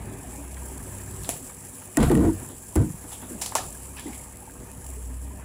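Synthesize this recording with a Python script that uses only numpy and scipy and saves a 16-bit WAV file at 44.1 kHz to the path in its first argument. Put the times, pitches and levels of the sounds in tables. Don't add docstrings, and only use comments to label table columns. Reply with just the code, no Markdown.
import sys
import numpy as np
from scipy import signal
from scipy.fft import rfft, irfft, next_fast_len
from scipy.io import wavfile
from scipy.ndimage import uniform_filter1d, minimum_filter1d, map_coordinates

SR = 44100
rng = np.random.default_rng(int(sys.argv[2]) if len(sys.argv) > 2 else 0)


def field_ratio(decibels):
    return 10 ** (np.asarray(decibels, dtype=float) / 20)


def unload_wav(signal):
    wavfile.write(
        sys.argv[1],
        SR,
        np.round(np.clip(np.atleast_2d(signal).T, -1, 1) * 32767).astype(np.int16),
    )


N = 239992


def unit(x):
    return x / np.sqrt(np.mean(x ** 2) + 1e-20)


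def seconds(length):
    return np.arange(length) / SR


def along(points, hz):
    f, v = np.transpose(points)
    return np.interp(np.log(hz + 1), np.log(f + 1), v)


def curve(rows):
    s, level_db = np.transpose(rows)
    return np.interp(seconds(N), s, level_db)


def wobble(rate):
    knots = rng.standard_normal(int(N * rate / SR) + 4)
    return map_coordinates(knots, [np.arange(N) * rate / SR])


def filtered(x, response):
    m = next_fast_len(len(x) + 8192)
    spectrum = rfft(x, m) * response(np.fft.rfftfreq(m, 1 / SR))
    return unit(irfft(spectrum, m)[:len(x)])


def resonances(modes):
    def response(f):
        total = 0
        for k, (hz, width, db) in enumerate(modes):
            total = total + (-1) ** k * field_ratio(db) * 1j * f * width / (hz * hz - f * f + 1j * f * width)
        return total
    return response


def patchy(depth_db, size):
    z = signal.stft(rng.standard_normal(N + 512), nperseg=512)[2]
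    field = uniform_filter1d(rng.standard_normal(z.shape), size, 0)
    field = uniform_filter1d(field, 8, 1)
    patched = z * field_ratio(depth_db * np.clip(unit(field), -2, 2))
    return signal.istft(patched, nperseg=512)[1][:N]


def steadied(x):
    return unit(x / (np.abs(signal.hilbert(x)) + 0.16) ** .5)


def add(out, s, x):
    part = out[round(s * SR):][:len(x)]
    part += x[:len(part)]


def tones(lines, drift):
    t, out = seconds(N), np.zeros(N)
    for hz, db in lines:
        level = field_ratio(db + 3.5 + 1.4 * wobble(9))
        out += level * np.sin(2 * np.pi * hz * t + drift * wobble(4.45))
    return out


# start_s, level_db
DRAUGHT = [(0.0, -43.5), (.13, -43.5), (.4, -45.5), (.7, -45), (.95, -45.5), (1.21, -43.5), (1.54, -50.5),
           (1.86, -50.5), (2.4, -44), (2.6, -52.5), (3.0, -49), (3.45, -48), (3.75, -50), (4.1, -48),
           (4.3, -50.5), (4.65, -49), (5.15, -52.5), (5.44, -48.5)]


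def flame(db, grows):
    return db + grows * (curve(DRAUGHT) + 50)


# pitch_hz, level_db
MOTOR_NOTES = [(64, 2.5), (131, -13)]
# start_s, level_db
MOTOR_LOAD = [(0.0, -41.5), (.14, -58), (0.39, -41.5), (0.58, -40), (.85, -48), (1.14, -44), (1.45, -54),
              (1.9, -70), (3.04, -51), (3.56, -52.5), (3.77, -45), (4.15, -48), (4.55, -55.5), (4.8, -48),
              (4.91, -38), (5.05, -36.5), (5.28, -39.5), (5.34, -45)]


def far_motor():
    return field_ratio(curve(MOTOR_LOAD) - 2.0) * tones(MOTOR_NOTES, drift=1.3)


# pitch_hz, level_db
HUM_NOTES = [(99, 4.5), (195, -6)]
# pitch_hz, level_db
WHINE_NOTES = [(486.3, -63), (195, -62)]
# start_s, length_s, level_db
HUM_SPELLS = [
    (0, 0.14, -44.5),
    (0.882, 0.35, -44.5),
    (2.076, 0.33, -44),
    (2.84, 0.11, -50),
    (3.207, 0.18, -50.5),
    (3.5, .12, -50),
    (4.1, 0.22, -54),
    (4.615, 0.06, -48.5),
    (4.9, 0.45, -50),
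]
HUM_FADE_DB_PER_S, HUM_IDLE_DB = 82, -55.5


def appliances():
    t = seconds(N)
    hum_db = np.full(N, HUM_IDLE_DB)
    for s, length, db in HUM_SPELLS:
        outside_s = np.maximum(np.maximum(s - t, t - s - length), 0)
        hum_db = np.maximum(hum_db, db - HUM_FADE_DB_PER_S * outside_s)
    return field_ratio(hum_db - 4.5) * tones(HUM_NOTES, drift=0.97) + tones(WHINE_NOTES, drift=0.38)


# pitch_hz, level_db
RUMBLE_COLOUR = [(12, -39), (20, 4), (43, -3), (70, -1.5), (172, -6.5), (278, -4.5), (445, -25),
                 (492, -14.5), (535, -42), (600, -9.5), (780, -37), (1320, -120)]
# pitch_hz, width_hz, level_db
ROOM_MODES = [(47, 7.9, -0.5), (139, 22, 1.5), (264.5, 45, -1), (278, 6.8, -5.5), (346.8, 10, 7.5),
              (393.4, 26.5, 11)]


def rumble():
    def room(f):
        return field_ratio(along(RUMBLE_COLOUR, f)) * (1 + 2.36 * np.abs(resonances(ROOM_MODES)(f)))
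    level = field_ratio(flame(-48, grows=1.04) + 1.5 * wobble(10))
    return level * filtered(patchy(1.8, size=2), room)


# start_s, level_db, hold_s (ringing on), boom_db, rattle_db
DRAWER_BLOWS = [(1.9713, -10, 0.0084, -1.5, -8.5), (1.997, -21, 0.036, 4, -6),
                (2.098, -19, 0.03, -3, -10.5), (2.15, -21.5, 0.13, -2.5, -15), (2.33, -52.5, 0.11, -9, -4),
                (2.489, -41.5, 0.015, -12, -8.5), (2.759, -17.5, 0.0089, -8, -9),
                (2.797, -28.5, 0.033, 0, -14.5), (3.04, -42, 0.0044, -3, -5),
                (3.221, -40, 0.015, -11, -5.5), (3.296, -37, 0.016, -23, -33),
                (4.055, -38, 0.024, -9.5, -26), (4.6, -49, 0.018, -11, -5)]
# pitch_hz, width_hz, level_db
FRONT_PANEL = [(179, 29, -8), (235.6, 68, -3), (318.4, 42, 1.5), (387, 87, -6.5), (466, 85, -7),
               (560, 67, -16)]
# pitch_hz, width_hz, level_db
CABINET = [(53, 23, -4.5), (93, 14, -8), (142, 7.5, 0.5)]
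# pitch_hz, width_hz, level_db
RUNNERS = [(644, 74, 8.5), (940, 210, 6), (1174, 330, 2), (1500, 120, 1), (1890, 175, -6),
           (2900, 2700, -20)]
WOOD_T60_S, T60_PER_HOLD, LONGEST_T60_S = 0.12, 9.7, 0.22


def drawer():
    out, t = np.zeros(N), seconds(SR // 2)

    def panel(f):
        return resonances(FRONT_PANEL)(f) / (1 + 1j * f / 600) ** 2

    def cabinet(f):
        return resonances(CABINET)(f) / (1 + 1j * f / 250) ** 2

    for s, db, hold, boom_db, rattle_db in DRAWER_BLOWS:
        t60 = min(WOOD_T60_S + T60_PER_HOLD * hold, LONGEST_T60_S)
        fall_db = -60 * np.maximum(t - hold, 0) / t60
        shake = rng.standard_normal((3, len(t)))
        wood = steadied(filtered(shake[0], panel))
        wood += field_ratio(boom_db) * filtered(shake[1], cabinet)
        wood += field_ratio(rattle_db + 0.5 * fall_db) * filtered(shake[2], resonances(RUNNERS))
        add(out, s, field_ratio(db + fall_db) * (1 - np.exp(-t / 0.00062)) * wood)
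    return out


# start_s, peak_db, first_hz, last_hz, length_s
SLACKENING = [
    (1.972, -9, 351, 214, 0.042),
    (2.761, -12.5, 482, 130, 0.017),
    (2.773, -17, 320, 290, 0.0243),
]
# start_s, peak_db, first_hz, last_hz, length_s
CHOKED_GLIDES = [(2.7635, -9.5, 57, 132, .05), (3.333, -33, 250, 215, .025), (2.102, -12.5, 385, 317, 0.035),
                 (2.15, -13, 326, 301, .034), (2.186, -13.5, 295, 320, 0.039), (2.265, -16.5, 334, 317, 0.041),
                 (2.012, -18, 254, 213, 0.017), (2.03, -15.5, 175, 120, .025), (2.05, -14.5, 62, 75, 0.0253),
                 (2.072, -16, 110, 150, .016), (2.238, -19, 418, 288, .025), (4.056, -31.5, 330, 270, 0.019),
                 (4.083, -33.5, 260, 240, 0.021)]


def gliding_panels():
    out, t = np.zeros(N), seconds(SR // 10)
    glides = [(*row, 5.5) for row in SLACKENING] + [(*row, 2) for row in CHOKED_GLIDES]
    for s, db, first_hz, last_hz, length, fade_db in glides:
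        hz = first_hz * (last_hz / first_hz) ** np.minimum(t / length, 1)
        shape = field_ratio(db - fade_db * t / length) * (1 - np.exp(-t / 0.00097))
        shape *= np.exp(-np.maximum(t - length, 0) / 0.0037)
        add(out, s, shape * np.sin(2 * np.pi * np.cumsum(hz) / SR))
    return out


# start_s, peak_db
ROLLER_TICKS = [(2.097, -22.5), (2.1143, -20), (2.1183, -22), (2.1513, -17), (2.1745, -23), (2.193, -28),
                (2.252, -33)]
# start_s, peak_db, pitch_hz, held_cycles
RINGING_KNOCKS = [(1.2908, -19, 640, 0.7), (1.2893, -33.5, 258, 1.8), (1.2915, -29, 2340, 3.4),
                  (4.13, -44, 2260, 10), (3.968, -43, 2450, 14), (3.987, -45.5, 1720, 13),
                  (1.9705, -19.5, 1880, 6.7), (1.99, -19, 300, 3.7), (1.988, -14.5, 215, 5.3),
                  (2.103, -24, 483, 7.4), (2.165, -25, 459, 15.6), (2.02, -22, 473, 7.2),
                  (1.995, -22, 400, 5), (2.8, -24, 445, 3), (2.0, -22, 940, 3), (2.758, -25.5, 964, 3.6),
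                  (2.015, -22, 107.4, 1.5), (2.21, -30, 1030, 6), (2.245, -31, 700, 13.8),
                  (2.29, -35, 930, 6), (2.08, -30, 700, 6.8), (2.115, -28, 815, 6), (2.768, -24, 190, 2),
                  (2.757, -21, 300, 2), (2.882, -34, 230, 1.2), (1.298, -32, 650, 3), (3.583, -33, 1750, 8),
                  (3.588, -31, 750, 5), (2.942, -30.5, 150, .8), (4.776, -34, 123, .9),
                  (2.862, -22, 145, 0.88), (3.5215, -29, 910, 1.9), (3.5525, -17, 850, 0.85),
                  (3.556, -10.5, 900, .8), (3.568, -25, 870, 0.99)]
# start_s, peak_db, pitch_hz, held_cycles
CABINET_SWINGS = [(2.028, -21, 46, 1.6), (2.114, -27, 66, 3.1), (2.134, -21, 140.5, 3.5),
                  (2.221, -22, 91.4, 5.6), (2.31, -30, 319.7, 7.9), (2.82, -24, 110, 1.6),
                  (2.836, -26, 206, 2.7), (2.868, -35, 305, 6.6), (2.901, -27, 155, 1.3),
                  (2.158, -17, 182, 7.4), (2.14, -15, 232.5, 3.5)]


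def struck_bodies():
    out, t = np.zeros(N), seconds(SR // 3)
    bodies = [(*row, 5.9) for row in RINGING_KNOCKS] + [(*row, 4.6) for row in CABINET_SWINGS]
    bodies += [(s, db - 13.5, 1890, 6.5, 8) for s, db in ROLLER_TICKS]
    for s, db, hz, cycles, ring in bodies:
        hold = cycles / hz
        swing = field_ratio(db - 60 * np.maximum(t - hold, 0) / (ring * hold)) * (1 - np.exp(-t * hz / 0.072))
        add(out, s, swing * np.sin(2 * np.pi * hz * t))
    return out


# start_s, level_db,
# pitch_hz, length_s
BRUSHES = [(1.944, -52, 2400, .022), (2.0, -46, 7850, 0.092), (1.999, -41.5, 1280, 0.083),
           (2.033, -44.5, 10500, 0.079), (2.485, -57, 3330, .035), (3.114, -51.5, 3230, .04),
           (3.114, -66, 4670, 0.036), (3.212, -58, 3320, .05), (3.575, -46, 1130, 0.067),
           (3.966, -46.5, 2500, .022), (3.969, -53, 4940, 0.04), (3.979, -49.5, 3280, .03),
           (3.964, -49.5, 950, 0.035), (3.965, -52.5, 1680, .03), (4.03, -57, 3300, .05),
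           (4.06, -58, 2130, .1), (4.14, -59, 3300, .02), (4.125, -56, 2350, .02), (4.05, -62, 5000, .1),
           (4.058, -51, 800, 0.097)]


def scuffs():
    out, t = np.zeros(N), seconds(SR // 5)
    for s, db, hz, length in BRUSHES:
        band = resonances([(hz, .35 * hz, 0)])
        rub = filtered(rng.standard_normal(len(t)), lambda f: band(f) ** 2)
        shape = field_ratio(db - 60 * np.maximum(t - length, 0) / 0.14) * (1 - np.exp(-t / 0.0014))
        add(out, s, shape * rub)
    return out


# pitch_hz, t60_s
KITCHEN_T60 = [(300, 0.87), (1000, 0.13), (4000, 0.29), (9000, 0.2), (15000, 0.14)]


def echo(response, length):
    hz, t, z = signal.stft(rng.standard_normal(SR // 2), SR, nperseg=256)
    fade = field_ratio(-60 * t / along(KITCHEN_T60, hz)[:, None])
    fade = fade * (1 - np.exp(-t / (0.0025 + 0.14 * length)))
    tail = filtered(signal.istft(z * fade, SR, nperseg=256)[1], response)
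    return tail / np.linalg.norm(tail)


# start_s, peak_db, t60_s, knock_hz, knock_db
COUNTER_CLICKS = [(1.2346, -30.5, 0.023, 9000, 0), (1.245, -29, 0.014, 3580, -0.5),
                  (1.255, -39, 0.012, 3000, -25), (1.2907, -49, 0.032, 694, 23.5),
                  (1.2912, -5, 0.0045, 2620, -20), (2.001, -21.5, 0.052, 2500, 0.5),
                  (2.7552, -15, 0.005, 10200, -5), (3.412, -25.5, 0.052, 5230, 0.5),
                  (3.4151, -20.5, 0.03, 860, -5.5), (3.4185, -18.5, 0.018, 7700, -5),
                  (3.424, -25, 0.015, 3000, -6), (3.458, -32, 0.038, 5000, 4.5),
                  (3.4605, -17, 0.011, 800, -9), (3.522, -49, 0.013, 1100, 23),
                  (3.5523, -7, 0.0051, 6260, -0.5), (3.556, -18, 0.0071, 9500, -7),
                  (3.563, -19, 0.008, 6000, -1), (3.569, -24, 0.008, 6500, -3),
                  (3.5532, -24, 0.02, 2720, 4), (3.5547, -33.5, 0.046, 900, 16.5),
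                  (3.995, -23, 0.0096, 1700, -24)]
# start_s, peak_db, t60_s, knock_hz, knock_db
CABINET_CATCHES = [
    (0.566, -50.5, 0.045, 1600, 13.5),
    (1.9699, -6.5, 0.016, 1890, -16),
    (2.7598, -15, 0.008, 1280, -11),
    (3.105, -47, 0.085, 1740, 2),
    (3.115, -30, 0.13, 800, -8),
    (1.496, -56, 0.031, 1050, 20),
    (1.818, -58, 0.04, 1150, 20),
    (2.026, -20.5, 0.038, 2600, -3.5),
    (4.13, -64, 0.04, 2400, 22),
]
# pitch_hz, width_hz, level_db
MIC_PORT = [(2500, 1200, -9.5), (5520, 1030, -9.5), (7370, 640, 2.5), (10360, 1070, 1.5), (15100, 760, -9)]


def clicks():
    out, t = np.zeros(N), seconds(SR // 5)
    ticks = [(s, db, 0.0087, 2620, -6.5) for s, db in ROLLER_TICKS]
    contacts = [(*row, -1) for row in COUNTER_CLICKS]
    contacts += [(*row, -7) for row in CABINET_CATCHES + ticks]
    crack = resonances(MIC_PORT)
    for s, db, t60, hz, knock_db, room_db in contacts:
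        body = resonances([(hz, hz / 1.24, 0)])
        knock = lambda f: body(f) ** 2
        shape = field_ratio(-60 * t / t60) * (1 - np.exp(-t / (0.092 * t60)))
        grit = shape * rng.standard_normal((2, len(t)))
        size = field_ratio(db) * np.sqrt(np.mean(shape ** 2))
        direct = filtered(grit[0], crack) + field_ratio(knock_db) * filtered(grit[1], knock)
        answer = echo(crack, t60) + field_ratio(knock_db) * echo(knock, t60)
        add(out, s, size * direct)
        add(out, s, size * field_ratio(room_db) * np.sqrt(len(t)) * answer)
    return out


# pitch_hz, level_db
BROTH_COLOUR = [(240, -11), (400, -5), (521, -4), (922, -4.5), (1500, -12), (1720, -7.5), (1990, -11),
                (2520, -13), (5000, -27.5), (6500, -50), (11000, -120)]
# pitch_hz, width_hz, level_db
PAN_MODES = [(800, 12, -1.5), (926, 15, 4.5), (1216, 31, 0.5), (1600, 9.2, 8.5), (1757, 28, -1),
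             (2500, 130, -1)]


def bubbles(count=2500):
    when = rng.random(count)
    hz = np.clip(1100 * np.exp(.6 * rng.standard_normal(count)), 300, 5000)[:, None]
    size = field_ratio(2.0 * rng.standard_normal(count))[:, None]
    cycles = seconds(900) * hz
    life = cycles / 6.5
    shapes = size * life * np.exp(-2.5 * life) * np.sin(2 * np.pi * cycles * (1 + 0.057 * life))
    index = (when * N).astype(int)[:, None] + np.arange(900)
    pops = np.bincount(index.ravel(), shapes.ravel(), N + 900)[:N]

    def pan(f):
        return field_ratio(along(BROTH_COLOUR, f)) * (1 + 0.64 * np.abs(resonances(PAN_MODES)(f)))

    wash = filtered(patchy(2.94, size=4), pan)
    level = field_ratio(flame(-52, grows=0.72) - 0.5 + 0.8 * wobble(12))
    return level * unit(wash + 0.78 * filtered(pops, pan))


# start_s, peak_db, pitch_hz
BIG_BUBBLES = [(0.209, -40, 906), (0.238, -38, 705), (0.349, -35, 800), (0.381, -31, 278),
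               (0.574, -38, 1010), (0.619, -34, 926), (0.699, -38, 908), (0.941, -36, 924),
               (0.999, -37, 1780), (2.414, -48, 1020), (2.726, -40, 954), (3.04, -53, 1010),
               (3.12, -38, 824), (3.352, -40, 606), (3.749, -37, 1600), (4.0667, -37, 2000),
               (4.134, -37, 2130), (4.1969, -41, 2090), (4.423, -38.5, 790), (4.475, -34, 870),
               (4.496, -38, 1570), (4.819, -41, 1600), (4.889, -41, 640), (4.968, -36.5, 420),
               (5.098, -34, 252), (5.226, -36.5, 269), (5.307, -37, 960)]


def plops():
    out, t = np.zeros(N), seconds(SR // 12)
    for s, db, hz in BIG_BUBBLES:
        life = t * hz / 9
        shape = field_ratio(db + 1.5) * np.sqrt(life) * np.exp(-1.5 * life)
        add(out, s, shape * np.sin(2 * np.pi * hz * t * (1 + 0.015 * life)))
    return out


# start_s, peak_db
MORE_DROPS = [(0.5437, -25), (1.0191, -33), (1.1107, -30), (1.6092, -33), (1.7674, -36), (2.3082, -36),
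              (2.4369, -31), (2.5686, -35), (2.819, -34), (3.2176, -29), (3.8561, -28), (4.3585, -34),
              (4.8444, -28)]


def more_drops():
    out, t = np.zeros(N), seconds(SR // 30)
    for s, db in MORE_DROPS:
        snap = filtered(rng.standard_normal(len(t)), resonances(MIC_PORT))
        add(out, s, field_ratio(db - 10 - 60 * t / .012) * snap)
    return out


# start_s, peak_db, pitch_hz
EARLY_CRACKS = [(0.1376, -33, 7320), (0.3102, -33, 7370), (0.3601, -30, 7340), (0.5162, -31, 7600),
                (0.6873, -32, 10400), (0.7796, -32, 7450), (0.838, -27, 10400), (1.0191, -31, 7690),
                (1.1104, -29, 10600), (1.1588, -32, 9210), (1.1643, -29, 7440), (1.2346, -26, 7430)]
# start_s, peak_db, pitch_hz
MIDWAY_CRACKS = [(1.547, -31, 10200), (1.767, -30, 10200), (1.8368, -33, 7740)]
# start_s, peak_db, pitch_hz
LATE_CRACKS = [(4.3585, -32, 9800), (4.37, -35, 10500), (4.3734, -32, 9720), (4.3864, -36, 10300),
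               (4.3944, -35, 9730), (4.4294, -36, 9850), (4.4554, -32, 9240), (4.4664, -32, 10200),
               (4.4974, -35, 10400), (4.5087, -31, 10500), (4.5204, -33, 10400), (4.5774, -37, 10800),
               (4.6019, -34, 7490), (4.6723, -33, 10500), (4.7162, -28, 10600), (4.7734, -33, 10900),
               (4.8184, -34, 10200), (4.8444, -32, 8780), (4.8653, -30, 7560), (5.1382, -37, 10800)]


def steam_cracks():
    out, t = np.zeros(N), seconds(SR // 200)
    for s, db, hz in EARLY_CRACKS + MIDWAY_CRACKS + LATE_CRACKS:
        add(out, s, field_ratio(db + 1.5 - 60 * t * hz / 14) * np.sin(2 * np.pi * hz * t))
    return out


# start_s, level_db
RIM_HEAT = [(0.0, -51.5), (0.13, -47), (0.5, -46), (1.1, -45), (1.35, -42), (1.55, -45.5), (1.91, -45.5),
            (2.27, -42.5), (2.4, -47), (2.5, -44.5), (2.7, -46), (3.4, -43.5), (3.72, -41.5), (3.9, -47.5),
            (4.13, -45), (4.58, -50.5), (4.88, -47.5), (5.44, -53)]
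# start_s, peak_db
SPITTING_DROPS = [(0.311, -34), (0.361, -32), (0.52, -33), (0.6873, -33), (0.78, -27), (0.839, -30),
                  (1.1643, -27), (1.5469, -33), (2.463, -27), (2.489, -26), (3.726, -30), (3.774, -30),
                  (3.832, -31), (4.1308, -31), (4.371, -30), (4.51, -32), (4.716, -33), (4.8183, -40),
                  (4.866, -28), (4.89, -30), (4.903, -25)]
# pitch_hz, level_db
SIZZLE_COLOUR = [(1470, -27), (2500, -18), (3020, -13), (3680, -20.5), (5250, -13), (5730, -10.5),
                 (6450, -8.5), (7550, 4), (8500, -1.5), (10600, 2.5), (12300, -11), (15500, -7),
                 (16100, -39), (16500, -39)]


def sizzle():
    burst_db = 4.5 * np.minimum(rng.exponential(size=N), 3.3)
    bursts = rng.standard_normal(N) * field_ratio(burst_db) * (rng.random(N) < .06)
    flutter = field_ratio(.7 * wobble(9) + .8 * wobble(35) + 1.5 * wobble(180))
    frying = flutter * (.5 * unit(bursts) + patchy(1.57, size=10))
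    spray = field_ratio(curve(RIM_HEAT) + 1) * unit(frying)
    t = seconds(1300)
    for s, db in SPITTING_DROPS:
        add(spray, s, field_ratio(db - 6.0 - 60 * t / 0.01) * rng.standard_normal(len(t)))
    return filtered(spray, lambda hz: field_ratio(along(SIZZLE_COLOUR, hz))) * np.std(spray)


def scene():
    room = far_motor() + appliances() + rumble()
    nearby = drawer() + gliding_panels() + struck_bodies() + scuffs() + clicks()
    pan = bubbles() + plops() + more_drops() + steam_cracks() + sizzle()
    return (room + nearby + pan)[None]


def band_limit(x):
    return signal.sosfilt(signal.butter(12, 16820, fs=SR, output="sos"), x)


def record(dry):
    sensed = uniform_filter1d(dry, size=15, axis=1)
    need = np.minimum(1, .26 / (np.abs(sensed) + 1e-9))
    gain = uniform_filter1d(minimum_filter1d(need, size=265, axis=1), size=265, axis=1)
    limited = dry * gain ** .9
    limited = limited / (1 + np.abs(limited / .42) ** 6) ** (1 / 6)
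    low_cut = signal.butter(4, 36, "highpass", fs=SR, output="sos")
    high_cut = signal.cheby2(10, 40, 16900, fs=SR, output="sos")
    band = signal.sosfilt(high_cut, signal.sosfilt(low_cut, limited))
    return band_limit(band)


dry = scene()
out = record(dry)
unload_wav(out)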